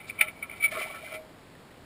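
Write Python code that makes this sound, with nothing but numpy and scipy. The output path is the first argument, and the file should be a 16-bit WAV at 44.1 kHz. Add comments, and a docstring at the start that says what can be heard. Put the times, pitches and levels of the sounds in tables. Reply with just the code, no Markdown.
"""A perforated metal sand scoop is handled under water, close up, over a soft, steady rumble.
It knocks once hard, ringing its modes, then gives short stick-slip squeaks as it is rubbed.
A hand gropes inside, drags grit over the metal and slips off with a low ring; a few small bubbles trail off.
Throughout, the recorder samples slowly and holds each value, which mirrors the ring into the treble."""
import sys
import numpy as np
from scipy import signal
from scipy.fft import rfft, irfft
from scipy.io import wavfile

SR = 44100
rng = np.random.default_rng(int(sys.argv[2]) if len(sys.argv) > 2 else 0)


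def to_wav(sig):
    """Store sig (one row per channel, or 1-D mono) as 16-bit WAV at the path in sys.argv[1].

    Samples outside -1..1 are clipped; the rate is SR.
    """
    pcm = np.clip(np.atleast_2d(sig), -1, 1) * 32767
    pcm = np.round(pcm).astype(np.int16)
    wavfile.write(sys.argv[1], SR, pcm.T)  # frames by channels


N = 81585
TIME = np.arange(N) / SR
FREQS = np.fft.rfftfreq(2 * N, 1 / SR) + 1e-3

# the scoop's modes: (frequency [Hz], relative level struck [dB], relative level rubbed [dB], t60 [s])
SCOOP_MODES = [(620.8, -28, -9, 0.28), (680, -40, -7, 0.025), (846.5, -24.5, -23, 0.1),
               (1095, -51, -14.5, 0.045), (1331, -23.5, -10.5, 0.17), (1429, -13.5, -14, 0.046),
               (1722.5, -20, -16.5, 0.068), (1738, -31, -13, .045), (2061, -5, -10, 0.082),
               (2263, -6, -3, 0.069), (2401, -8.5, -4, 0.046), (2643, -14, -17.5, 0.056),
               (2910, -12, -15.5, 0.041), (3057, -21, -9.5, 0.027), (3547, -16, -20.5, 0.051),
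               (3717, -27, -20, 0.13), (4300, -28, -27, 0.064)]


def from_db(db):
    """Decibels to gain."""
    return 10 ** (np.asarray(db) / 20)


def rms(x):
    """Average signal level."""
    return np.sqrt(np.mean(x ** 2) + 1e-20)


def envelopes(rows):
    """One gain envelope for each dB column of a breakpoint table."""
    times, *columns = np.transpose(rows)
    return [from_db(np.interp(TIME, times, db)) for db in columns]


def filtered(x, response):
    """EQ with one gain per frequency."""
    return irfft(rfft(x, 2 * N) * response)[:N]


def coloured(x, curve):
    """Shape a sound with an EQ curve and normalise it to rms 1."""
    hz, db = np.transpose(curve)
    shaped = filtered(x, from_db(np.interp(np.log(FREQS), np.log(hz), db)))
    return shaped / rms(shaped)


def band(x, edges_hz):
    """Band-pass filter."""
    return signal.sosfilt(signal.butter(3, edges_hz, "band", fs=SR, output="sos"), x)


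def puff(at_s, width_s, db, edges_hz):
    """A bell-shaped swell of band-passed noise."""
    noise = band(rng.standard_normal(N), edges_hz)
    return from_db(db) * np.exp(-.5 * ((TIME - at_s) / width_s) ** 2) * noise / rms(noise)


def ring(force, hz, t60):
    """A resonator: each click sets off a decaying sine of the same height."""
    decay = np.exp(-np.log(1000) / (t60 * SR))
    step = 2 * np.pi * hz / SR
    return signal.lfilter([0, np.sin(step)], [1, -2 * decay * np.cos(step), decay ** 2], force + 1e-18)


def clicks(rows):
    """One click for each (time [s], level [dB])."""
    force = np.zeros(N)
    for at_s, db in rows:
        force[int(at_s * SR)] += from_db(db)
    return force


def knocks():
    """Each knock rings all the scoop's modes, with a short noisy crack on the attack."""
    # hits on the scoop: (time [s], level [dB])
    hits = [(.2062, -24.5), (.2114, -10), (.2828, -32), (.4965, -44), (.7182, -41), (.7712, -32.5),
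            (.8195, -33)]
    # tone of the crack: (frequency [Hz], relative level [dB])
    crack_eq = [(200, 12), (900, -63), (1600, -9), (2400, 8.5), (3200, -5), (4200, -17), (5500, -15)]
    crack_db, crack_t60_s = -9.5, 0.083
    force = clicks(hits)
    metal = sum((-1) ** k * from_db(db) * ring(force, hz, t60)
                for k, (hz, db, _, t60) in enumerate(SCOOP_MODES))
    decay = np.exp(-np.log(1000) / (crack_t60_s * SR))
    crack_envelope = signal.lfilter([1], [1, -decay], force + 1e-18)
    crack = from_db(crack_db) * crack_envelope * coloured(rng.standard_normal(N), crack_eq)
    return band(metal + crack, edges_hz=(560, 6100))


def squeaks():
    """Stick-slip friction drives one mode at a time: nearly pure tones with a little grit in them."""
    # squeaks, the last one the low ring as the hand slips off:
    # (start [s], length [s], level [dB], pitch [Hz], attack [s], release [s])
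    slips = [(.0968, 0.0047, -27, 2314, 0.00098, 0.00078), (0.106, 0.0023, -29.5, 2410, 0.0013, 0.0018),
             (0.1873, .0120, -27.5, 2304, 0.0044, 0.001), (0.2099, 0.0056, -7.5, 2350, 0.0012, .0008),
             (0.282, 0.0056, -34, 2343, .0007, 0.0031), (.4250, 0.0076, -28, 2285, 0.0018, 0.0031),
             (0.496, 0.0039, -29.5, 2260, 0.0025, 0.0016), (.5120, 0.0047, -30.5, 2330, 0.0015, 0.0025),
             (0.5995, 0.023, -32.5, 2285, .008, 0.0008), (0.6231, 0.0076, -22, 2303, .005, 0.009),
             (0.6364, 0.023, -16.5, 2278, .004, 0.0066), (0.669, 0.023, -33, 2246, .003, 0.0046),
             (0.717, 0.0031, -31.5, 2250, .001, 0.0012), (1.116, 0.05, -38.5, 628.3, 0.011, 0.054)]
    waver_hz, roughness_db, grit_db = 21, -1.05, -17.5
    tones, pressure = np.zeros(N), np.zeros(N)
    for start, length, db, hz, attack, release in slips:
        age = np.maximum(TIME - start, 0)
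        envelope = from_db(db) * np.minimum(age / attack, 1) * np.exp(-np.maximum(age - length, 0) / release)
        waver, flutter = (noise / rms(noise) for noise in band(rng.standard_normal((2, N)), (60, 300)))
        cycles = np.cumsum((hz + waver_hz * waver) * (age > 0)) / SR
        tones += envelope * from_db(roughness_db * flutter) * np.sin(2 * np.pi * cycles)
        pressure += envelope
    return tones + friction(from_db(grit_db) * pressure, edges_hz=(1700, 4140), crunch_db=3.5)


def friction(pressure, edges_hz, crunch_db):
    """Dense grains ring the hand-damped scoop and add their own crunch; the level rides the pressure."""
    # tone of the crunch: (frequency [Hz], relative level [dB])
    crunch_eq = [(200, -7.5), (500, -3), (900, -7), (1500, -4.5), (2400, 1.5), (3200, -6), (4200, -6.5),
                 (5500, -5)]
    grains_per_s, spread_db, damped_t60_s = 1800, 2.5, 0.083
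    sizes = from_db(spread_db * np.minimum(rng.exponential(1, N), 4)) * rng.choice([-1, 1], N)
    grains = sizes * (rng.random(N) < grains_per_s / SR)
    force = np.array([grains, grains * pressure])   # the steady row only sets the gain
    metal = sum((-1) ** k * from_db(db) * ring(force, hz, min(t60, damped_t60_s))
                for k, (hz, _, db, t60) in enumerate(SCOOP_MODES))
    crunch = from_db(crunch_db) * coloured(grains, crunch_eq)
    steady, pressed = band(metal / rms(metal[0]) + [crunch, crunch * pressure], edges_hz)
    return pressed / rms(steady)


def scrape():
    """The hand drags grit over the metal and pushes water into the scoop; sand hisses past."""
    # envelopes of the dragged grit: (time [s], treble [dB], mids [dB], bass [dB])
    drag = [(.66, -100, -100, -100), (0.706, -42, -68, -65), (0.718, -37.5, -47, -40),
            (0.754, -37, -41.5, -54), (0.767, -45, -34, -35.5), (.79, -34, -43, -52.5),
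            (0.812, -35.5, -40, -35), (.834, -34.5, -47, -54), (.85, -40.5, -49, -49), (.88, -42, -56, -55),
            (0.904, -44.5, -57, -40), (.924, -41.5, -51, -66), (0.939, -43.5, -44, -45),
            (0.964, -43.5, -45, -51.5), (1.021, -48, -80, -45.5), (1.064, -41.5, -55.5, -52),
            (1.105, -47, -55, -49), (1.146, -36.5, -42, -46), (1.168, -48.5, -76, -58),
            (1.195, -79, -72, -51), (1.25, -90, -90, -97)]
    # its treble, mid and bass bands: (low edge [Hz], high edge [Hz])
    drag_bands = [(1710, 5300), (970, 1760), (252, 785)]
    # puffs of sand over the metal: (time [s], width [s], level [dB])
    sand_puffs = [(0.09, 0.012, -48.5), (0.576, .012, -57), (.645, 0.014, -46), (1.145, 0.0062, -52)]
    grit = sum(friction(pressure, edges_hz, crunch_db=-5.5)
               for pressure, edges_hz in zip(envelopes(drag), drag_bands))
    push = puff(at_s=.772, width_s=0.018, db=-45.5, edges_hz=(280, 600))
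    hiss = sum(puff(at_s, width_s, db, edges_hz=(2415, 4810)) for at_s, width_s, db in sand_puffs)
    return grit + push + hiss


def rubbing():
    """The scoop rings faintly under the grip that turns it."""
    # envelope of the light rubbing: (time [s], level [dB])
    grip = [(0, -42.5), (.02, -52.5), (.07, -54), (.09, -46), (.125, -54.5), (.17, -49.5), (.20, -36),
            (.235, -39), (.272, -41.5), (.292, -43.5), (.312, -55.5), (.41, -53), (.435, -35), (.47, -63),
            (.50, -45.5), (.54, -44), (.59, -50.5), (.645, -33), (.69, -54), (.75, -107)]
    return friction(envelopes(grip)[0], edges_hz=(660, 3550), crunch_db=-20)


def water():
    """A steady bed of low noise, dotted with the pings of small bubbles."""
    # tone of the rumble: (frequency [Hz], relative level [dB])
    rumble_eq = [(20, -9), (45, -5.5), (90, -0.5), (200, 0.5), (400, -3), (700, -5), (1000, -9),
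                 (2000, -12.5), (3000, -16.5), (4500, -19), (5600, -24)]
    # small bubbles: (time [s], pitch [Hz], level [dB])
    pings = [(.722, 1750, -32.5), (.754, 1210, -32.5), (0.767, 1180, -33), (0.809, 1157, -30),
             (.860, 736, -37.5), (0.873, 890, -39), (.901, 1135, -38.5), (0.999, 1390, -44),
             (1.075, 1570, -41), (1.552, 1800, -47), (1.708, 1900, -50.5)]
    rumble = from_db(-51) * coloured(rng.standard_normal(N), rumble_eq)
    bubbles = sum(ring(clicks([(at_s, db)]), hz, t60=0.04) for at_s, hz, db in pings)
    return rumble + bubbles


def scene():
    """Scoop and water, mixed to mono."""
    return (knocks() + squeaks() + rubbing() + scrape() + water())[None]


def record(dry):
    """Peaks are soft-clipped; sample-and-hold mirrors the sound about its rate; the top is cut."""
    ceiling, input_edge_hz, hold_hz, cutoff_hz = .55, 5684, 12000, 15400
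    clipped = ceiling * np.tanh(dry[0] / ceiling)
    narrow = filtered(clipped, 1 / np.sqrt(1 + (FREQS / input_edge_hz) ** 50))
    mirrored = narrow * (1 + 2 * np.cos(2 * np.pi * hold_hz * TIME))
    hold_droop = np.sinc(FREQS / hold_hz)
    high_cut = 1 / np.sqrt(1 + (FREQS / cutoff_hz) ** 200)
    return filtered(mirrored, hold_droop * high_cut)[None]


dry = scene()
out = record(dry)
to_wav(out)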